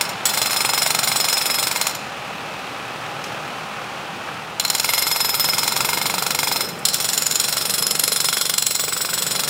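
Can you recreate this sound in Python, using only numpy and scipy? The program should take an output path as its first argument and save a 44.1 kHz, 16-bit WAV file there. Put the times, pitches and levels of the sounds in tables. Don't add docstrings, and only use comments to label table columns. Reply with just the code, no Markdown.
import sys
import numpy as np
from scipy import signal
from scipy.fft import rfft, irfft, next_fast_len
from scipy.io import wavfile

SR = 44100
rng = np.random.default_rng(int(sys.argv[2]) if len(sys.argv) > 2 else 0)


def to_wav(sig):
    pcm = np.clip(np.atleast_2d(sig), -1, 1) * 32767
    pcm = np.round(pcm).astype(np.int16)
    wavfile.write(sys.argv[1], SR, pcm.T)


N = 418509
FILTER_HZ = abs(np.fft.fftfreq(2048, 1 / SR))


def amp(db):
    return 10 ** (np.asarray(db) / 20)


def unit_rms(x):
    return x / np.sqrt(np.mean(x ** 2) + 1e-20)


def at_hz(points, hz):
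    f, value = np.transpose(points)
    return np.interp(np.log(hz + 1), np.log(f + 1), value)


def gain_curve(points):
    return amp(np.interp(np.arange(N) / SR, *np.transpose(points)))


def add(mix, start_s, sound):
    part = mix[max(round(start_s * SR), 0):][:len(sound)]
    part += sound[:len(part)]


def coloured(x, db_at):
    size = next_fast_len(len(x), real=True)
    return irfft(rfft(x, size) * amp(db_at(np.fft.rfftfreq(size, 1 / SR))), size)[:len(x)]


def min_phase(spectrum, lift_db=0):
    log_gain = np.log(amp(at_hz(spectrum, FILTER_HZ) + lift_db))
    return np.fft.ifft(np.exp(np.conj(signal.hilbert(log_gain)))).real[:len(FILTER_HZ) // 2]


def contact_noise(envelope, body, unit_rms_s):
    start_s, end_s = unit_rms_s
    sound = signal.fftconvolve(envelope * rng.standard_normal(len(envelope)), body)[:len(envelope)]
    return sound / np.sqrt(np.mean(sound[int(start_s * SR):int(end_s * SR)] ** 2))


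# (time [s], level [dB])
TRAFFIC_LEVEL = [(0, -79), (5, -52), (5.8, -37), (6.3, -37), (6.7, -33), (7, -41.5), (7.8, -39), (8.6, -43),
                 (9, -41), (9.49, -35.5)]
# (frequency [Hz], gain [dB])
TRAFFIC_SPECTRUM = [(50, -64), (110, -10.5), (160, -1), (210, -6.5), (280, -13), (480, -7), (900, -21),
                    (3000, -35)]


def traffic():
    drone = coloured(rng.standard_normal(N), lambda hz: at_hz(TRAFFIC_SPECTRUM, hz))
    return gain_curve(TRAFFIC_LEVEL) * unit_rms(drone)


# (time [s], level [dB])
IDLE_LEVEL = [(0, -28), (.7, -29), (1.5, -29.5), (2.1, -30), (2.45, -29.5), (2.9, -29.5), (3.4, -29),
              (3.9, -30), (4.2, -30.5), (4.29, -30), (4.4, -31), (5, -33.5), (5.8, -31), (6.6, -33.5),
              (7, -33.5), (7.8, -34.5), (8.7, -40), (9.49, -33.5)]
# (frequency [Hz], gain [dB])
IDLE_SPECTRUM = [(18, -60), (30, -56), (117, -3), (208, -5.5), (379, -7), (546, -3), (709, -3.5), (808, -2),
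                 (921, -4), (1360, -5.5), (2130, -9), (2490, -6.5), (4090, -15), (4780, -17.5),
                 (15500, -35.5)]
# (frequency [Hz], width [Hz], gain [dB])
PANELS = [(799, 53, 5), (1300, 310, 4.1), (2590, 100, 3.6)]
# (multiple of crank rate, level [dB])
ENGINE_ORDERS = [(3, -64), (4, -57), (6.5, -58), (8, -48.5), (10.5, -50)]


def truck(crank_hz=19.1, waver=0.012, clatter=0.41, clatter_s=0.0046):
    def body_db(hz):
        panel_db = sum(db / (1 + (2 * (hz - f) / width) ** 2) for f, width, db in PANELS)
        return at_hz(IDLE_SPECTRUM, hz) + panel_db

    drift = unit_rms(coloured(rng.standard_normal(N), lambda hz: -20 * np.log10(1 + (hz / 4) ** 4)))
    turns = np.cumsum(crank_hz * (1 + waver * drift)) / SR
    firings = np.diff(np.floor(2 * turns), prepend=0) * rng.uniform(.5, 1.5, N)
    swell = 1 + clatter * signal.lfilter([1], [1, -np.exp(-1 / (clatter_s * SR))], firings)
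    noise = unit_rms(coloured(swell * rng.standard_normal(N), body_db))
    hum = sum(amp(db) * np.sin(2 * np.pi * (order * turns + rng.random())) for order, db in ENGINE_ORDERS)
    return gain_curve(IDLE_LEVEL) * noise + hum


# (delay [s], gain [dB])
ECHOES = [(.04, -15), (.08, -11.5)]
# (frequency [Hz], t60 [s])
TAIL_T60 = [(300, 0.62), (1500, 0.5), (5000, 0.92), (10000, 0.57), (16000, 0.075)]


def surroundings(x, tail_db=-15, taps_per_s=2500, smear_s=0.0035):
    taps = rng.standard_normal(SR) * (rng.random(SR) < taps_per_s / SR) * (np.arange(SR) > .015 * SR)
    hz, t, bands = signal.stft(taps, SR, nperseg=256)
    decay = amp(-60 * t / at_hz(TAIL_T60, hz)[:, None])
    _, tail = signal.istft(bands * decay, SR, nperseg=256)
    response = amp(tail_db) * tail / np.linalg.norm(tail)
    lag_s = np.arange(SR // 30) / SR
    for delay_s, db in ECHOES:
        smear = rng.standard_normal(len(lag_s)) * np.exp(-lag_s / smear_s)
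        add(response, delay_s, amp(db) * smear / np.linalg.norm(smear))
    return signal.fftconvolve(x, response)[:N]


# (time [s], peak [dB], pitch [Hz])
TICKS = [(2.375, -39, 13500), (3.24, -21.5, 5140), (3.262, -34, 7500), (4.166, -43, 14500),
         (4.269, -23, 1300), (4.286, -20, 1200), (6.79, -28, 8000)]


def ticks(decay_s=0.0079):
    out, t = np.zeros(N), np.arange(SR // 25) / SR
    for s, db, hz in TICKS:
        spectrum = [(hz / 3, -50), (hz / 1.2, -5), (hz, 0), (hz * 1.5, -9), (hz * 3, -24), (hz * 9, -50)]
        tick = signal.fftconvolve(rng.standard_normal(len(t)) * np.exp(-t / decay_s), min_phase(spectrum))
        add(out, s, amp(db) * tick / abs(tick).max())
    return out


def rail(blows, pitch_hz=4112, gain_db=-32, t60_s=0.9):
    out, t = np.zeros(N), np.arange(SR // 2) / SR
    note = amp(-60 * t / t60_s) * np.exp(2j * np.pi * pitch_hz * t)
    for s, _, crack_db, *_ in blows:
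        phasor = np.exp(2j * np.pi * rng.random())
        add(out, s, amp(crack_db + gain_db) * (note * phasor).real)
    return out


SPIKE_HZ = 5148


def spike(blows, gain_db=7.5, rise_s=0.0026, t60_s=0.12):
    energy, jolts, t = np.zeros(N), np.zeros(N), np.arange(SR // 7) / SR
    envelope = amp(-60 * t / t60_s) * (1 - np.exp(-t / rise_s))
    window = signal.windows.hann(SR // 150)
    for s, *_, ring_db in blows:
        add(energy, s + rng.uniform(0.0016, 0.011), (amp(ring_db + gain_db) * envelope) ** 2)
        add(jolts, s, rng.uniform(-.5, 0.45) * window / window.sum())
    return np.sqrt(energy) * np.sin(2 * np.pi * np.cumsum(SPIKE_HZ / SR + jolts))


# (start [s], end [s], frequency [Hz], lift [dB])
SWEET_SPOTS = [(.2, .27, 7780, 6), (.48, .6, 11930, 6), (1.42, 1.56, 11411, 7), (4.55, 4.67, 4100, 7),
               (4.55, 5, 2800, 4), (4.87, 5.05, 2139, 4), (4.87, 5.45, 11411, 9), (5.22, 5.42, 14486, 8),
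               (5.55, 6.1, 940, 2), (7.1, 7.38, 7050, 8), (7.05, 8.15, 11411, 4), (7.65, 8.73, 11020, 8),
               (8.26, 8.56, 3340, 5), (8.47, 9.02, 15168, 8), (8.52, 9.29, 7780, 6)]


def sweet_spot_db(s, hz, width_hz=130):
    start_s, end_s, centre_hz, lift_db = np.transpose(SWEET_SPOTS)
    active = (start_s < s) * (s < end_s)
    return np.exp(-((hz[:, None] - centre_hz) / width_hz) ** 2) @ (lift_db * active)


BURST_SPLITS_S = [4.5, 6.8]
# (frequency [Hz], base t60 [s], level in burst 1, 2, 3 [dB])
STEEL_MODES = [(3340, 0.031, -39, -39, -38), (3560, 0.044, -37, -38, -40), (4070, 0.037, -35, -32, -35),
               (4130, 0.031, -32, -35, -33), (5010, 0.037, -44, -38, -41), (5495, 0.031, -36, -39, -35),
               (7050, 0.031, -31, -34, -33), (7190, 0.024, -38, -39, -35), (7780, 0.055, -35, -39, -34),
               (8916, 0.055, -35, -38, -34), (9116, 0.049, -33, -37, -36), (9287, 0.063, -41, -41, -40),
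               (9449, 0.055, -37, -39, -39), (11020, 0.02, -44, -40, -37), (11411, 0.069, -41, -39, -43),
               (11930, 0.088, -42, -42, -43), (13040, 0.07, -50, -44, -50), (13650, 0.06, -46, -48, -46),
               (13976, 0.079, -47, -43, -49), (14320, 0.073, -42, -49, -46), (14486, 0.055, -46, -37, -42),
               (15168, 0.088, -44, -50, -45)]


def steel_ring(blows, strike_db=4, liftoff_db=5, scatter_db=2, detune=0.0021, t60_scale=2.1):
    out, t = np.zeros(N), np.arange(SR // 9) / SR
    hz, t60_s, *burst_db = np.transpose(STEEL_MODES)
    envelopes = amp(-60 * t / (t60_scale * t60_s[:, None])) * (1 - np.exp(-t / 0.00065))
    modes = envelopes * np.exp(2j * np.pi * hz[:, None] * t)
    _, _, mean_crack_db, mean_rattle_db, _ = np.mean(blows, axis=0)
    for s, _, crack_db, rattle_db, _ in blows:
        mode_db = burst_db[np.searchsorted(BURST_SPLITS_S, s)] + sweet_spot_db(s, hz)
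        choke = np.exp(-7 * t * max(crack_db - rattle_db - 4.5, 0))
        contacts = [(0, strike_db + crack_db - mean_crack_db),
                    (rng.uniform(.004, .012), liftoff_db + rattle_db - mean_rattle_db)]
        for delay_s, db in contacts:
            gains = amp(mode_db + db + scatter_db * rng.standard_normal(len(hz)))
            phasors = np.exp(2j * np.pi * rng.random(len(hz)))
            shift_hz = SPIKE_HZ * detune * rng.standard_normal()
            ring = (gains * phasors) @ modes * np.exp(2j * np.pi * shift_hz * t)
            add(out, s + delay_s, choke * ring.real)
    return out


# (frequency [Hz], gain [dB])
CRACK_SPECTRUM = [(60, -35), (400, -21), (1500, -16), (2800, -0.5), (3500, 2), (3850, -5.5), (4150, 9.5),
                  (4500, -1.5), (5400, 8.5), (6000, -3), (7100, 9), (8000, -0.5), (9000, 0), (10000, -2),
                  (11000, -1.5), (15500, -7.5)]
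# (frequency [Hz], gain [dB])
RATTLE_SPECTRUM = [(60, -35), (400, -13.5), (1400, -0.5), (1800, -3.5), (2600, -2.5), (3500, 2),
                   (4500, 0.5), (5400, 4), (6000, -4.5), (7100, -3), (9000, -2.5), (10000, -6), (11000, -1),
                   (12600, -11), (15500, -2)]


def crack_and_rattle(blows, crack_s=0.005, rattle_s=0.019, rattle_rise_s=0.0041, bounce_s=0.0015):
    out, t = np.zeros(N), np.arange(SR // 14) / SR
    crack_envelope = np.exp(-(t / crack_s) ** 2) * (1 - np.exp(-t / 0.00088))
    rattle_envelope = np.exp(-t / rattle_s) * (1 - np.exp(-(t / rattle_rise_s) ** 2))
    off_mode_hz = FILTER_HZ[:, None] - np.array(STEEL_MODES)[:, 0]
    steel_db = 6 * np.max(np.exp(-(off_mode_hz / 70) ** 2), axis=1)
    for s, _, crack_db, rattle_db, _ in blows:
        lift_db = 0.99 * sweet_spot_db(s, FILTER_HZ, width_hz=400)
        crack = contact_noise(crack_envelope, min_phase(CRACK_SPECTRUM, lift_db), unit_rms_s=(0, .005))
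        add(out, s, amp(crack_db - 1.5) * crack)
        since_s = t - rng.uniform(.005, .017, (3, 1))
        rebounds = ((since_s > 0) * np.exp(-abs(since_s) / bounce_s)).sum(0)
        body = min_phase(RATTLE_SPECTRUM, lift_db + steel_db)
        rattle = contact_noise(rattle_envelope * (1 + rebounds), body, unit_rms_s=(.006, .02))
        add(out, s, amp(rattle_db - 0.5) * rattle)
    return out


# (frequency [Hz], t60 [s], level in burst 1, 2, 3 [dB])
HOUSING_MODES = [(460, 0.018, -18, -9, -6.5), (726, 0.011, -4, -4.5, -8), (937, 0.027, -6.5, -2.5, -13.5),
                 (1108, 0.045, -15, -13.5, -12.5), (1343, 0.026, -11.5, -3, -5), (1520, 0.009, -9, -10, -1),
                 (2133, 0.054, -8, -5, -10.5), (2430, 0.013, -1.5, -1, -6.5),
                 (2694, 0.016, -7.5, -7.5, -5.5)]
# (frequency [Hz], gain [dB])
CLACK_SPECTRUM = [(30, -33), (100, -14), (300, -8), (500, -2), (900, 0), (1400, 5), (1800, -1.5),
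                  (2400, -0.5), (3000, -8.5), (4000, 0), (8000, -46.5)]


def housing_knock(blows, modes_db=2, clack_db=-5, scatter_db=2, spread_s=0.0012):
    out, t = np.zeros(N), np.arange(SR // 20) / SR
    hz, t60_s, *burst_db = np.transpose(HOUSING_MODES)
    since_s = np.maximum(t - spread_s * np.sqrt(hz[0] / hz[:, None]), 0)
    sign = (-1) ** np.arange(len(hz))[:, None]
    modes = sign * np.sin(2 * np.pi * hz[:, None] * since_s) * amp(-60 * since_s / t60_s[:, None])
    body = min_phase(CLACK_SPECTRUM)
    for s, knock_db, *_ in blows:
        mode_db = burst_db[np.searchsorted(BURST_SPLITS_S, s)] + sweet_spot_db(s, hz)
        gains = amp(mode_db + modes_db + scatter_db * rng.standard_normal(len(hz)))
        clack = amp(clack_db) * contact_noise(np.exp(-t / 0.0035), body, unit_rms_s=(0, 0.0041))
        add(out, s, amp(knock_db) * (gains @ modes + clack))
    return out


def stroke_times(rate):
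    s, hz = np.transpose(rate)
    t = np.arange(s[0], s[-1], 1 / SR)
    cycles = np.cumsum(np.interp(t, s, hz)) / SR
    return np.interp(np.arange(np.ceil(cycles[-1])), cycles, t)


# (time [s], rate [blows/s])
RATE_1 = [(0.373, 22.99), (0.447, 23.98), (0.521, 16.79), (0.566, 20.65), (0.566, 23.2), (1.183, 23.81),
          (1.494, 23.04), (1.682, 23.97), (1.809, 17.64), (1.883, 18.5)]
RATE_2 = [(4.5971, 18.92), (4.997, 23.19), (5.146, 20.85), (5.196, 24.33), (5.378, 17.78), (5.433, 23.07),
          (5.592, 19.87), (5.736, 23.86), (6.473, 24.11), (6.622, 19.89)]
RATE_3 = [(7.0002, 22.92), (7.333, 22.17), (7.395, 23.61), (7.982, 23.35), (8.04, 24.25), (8.924, 23.08),
          (8.924, 24.41), (9.109, 23.79), (9.148, 22.1), (9.491, 24.61)]
# (time [s], knock [dB])
STROKE_FORCE = [
    [(.37, -18.5), (.72, -14), (1.05, -16), (1.25, -18), (1.6, -18.5), (1.87, -16.5)],
    [(4.6, -22.5), (4.85, -19.5), (5.4, -19.5), (5.9, -18.5), (6.6, -18.5)],
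    [(7, -24.5), (7.3, -23.5), (7.85, -22.5), (7.97, -20.5), (8.4, -19), (8.65, -23.5), (9.05, -21.5),
     (9.48, -23.5)],
]
# (time [s], crack [dB])
ANVIL_SEATING = [
    [(.37, -15), (.46, -15), (.51, -20), (.68, -20), (.74, -18), (1, -15.5), (1.32, -17.5), (1.38, -20.5),
     (1.87, -15.5)],
    [(4.6, -13), (4.79, -10.5), (4.86, -15.5), (5.47, -18), (5.76, -14), (5.99, -22), (6.33, -16),
     (6.54, -22.5), (6.61, -12.5)],
    [(7, -17), (7.18, -11.5), (7.36, -11), (7.48, -19.5), (7.76, -16), (7.97, -9.5), (8.25, -18),
     (8.58, -11.5), (8.75, -14), (8.85, -24), (9.08, -30), (9.2, -21.5), (9.48, -18)],
]
# (time [s], ring [dB])
SPIKE_FREEDOM = [
    [(.37, -31), (.62, -23), (.81, -26.5), (.88, -41), (1, -33), (1.1, -28), (1.4, -23), (1.58, -24),
     (1.68, -39)],
    [(4.6, -46), (4.93, -24), (5.3, -24), (5.68, -26), (5.78, -31), (6.35, -42), (6.44, -23), (6.56, -27),
     (6.61, -28)],
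    [(7, -36), (7.45, -36), (7.6, -27.5), (7.78, -27), (7.98, -35), (8.25, -27.5), (8.55, -35),
     (8.8, -34.5), (9.48, -35)],
]
# (time [s], knock, crack, rattle, ring [dB])
STRAY_HITS = [(.0095, -16, -13.5, -23, -38), (.254, -18.5, -9, -18.5, -38), (.289, -27, -22, -21.5, -29),
              (.338, -23, -24, -24, -31), (.53, -18, -17, -26, -40), (6.852, -24, -6, -20.5, -27),
              (6.885, -42, -13, -27, -40), (6.942, -31, -11, -23, -41)]
# (knock, crack, rattle, ring [dB])
BLOW_SCATTER_DB = [0.87, 2.2, 1.5, 2.9]


def hammer_blows(firm_db=-14.5):
    rows = [STRAY_HITS]
    for rate, *curves in zip((RATE_1, RATE_2, RATE_3), STROKE_FORCE, ANVIL_SEATING, SPIKE_FREEDOM):
        times_s = stroke_times(rate)
        knock_db, crack_db, ring_db = (np.interp(times_s, *np.transpose(curve)) for curve in curves)
        rattle_db = -18.5 + 0.12 * ring_db - 0.58 * np.maximum(crack_db - firm_db, 0)
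        levels_db = np.column_stack([knock_db, crack_db, rattle_db, ring_db])
        levels_db += rng.standard_normal(levels_db.shape) * BLOW_SCATTER_DB
        rows.append(np.column_stack([times_s, levels_db]))
    return np.vstack(rows)


def scene():
    blows = hammer_blows()
    hammer = housing_knock(blows) + crack_and_rattle(blows) + steel_ring(blows)
    work = hammer + spike(blows) + rail(blows) + ticks()
    return (work + surroundings(work) + truck() + traffic())[None]


def record(dry, ceiling=0.55, low_cut_hz=42, high_cut_hz=15820):
    thinned = signal.sosfilt(signal.butter(2, low_cut_hz, "high", fs=SR, output="sos"), dry)
    rounded = thinned / (1 + (thinned / ceiling) ** 4) ** (1 / 4)
    low_pass = signal.firwin(511, high_cut_hz, window=("kaiser", 9), fs=SR)
    return signal.oaconvolve(rounded, low_pass[None], "same")


dry = scene()
out = record(dry)
to_wav(out)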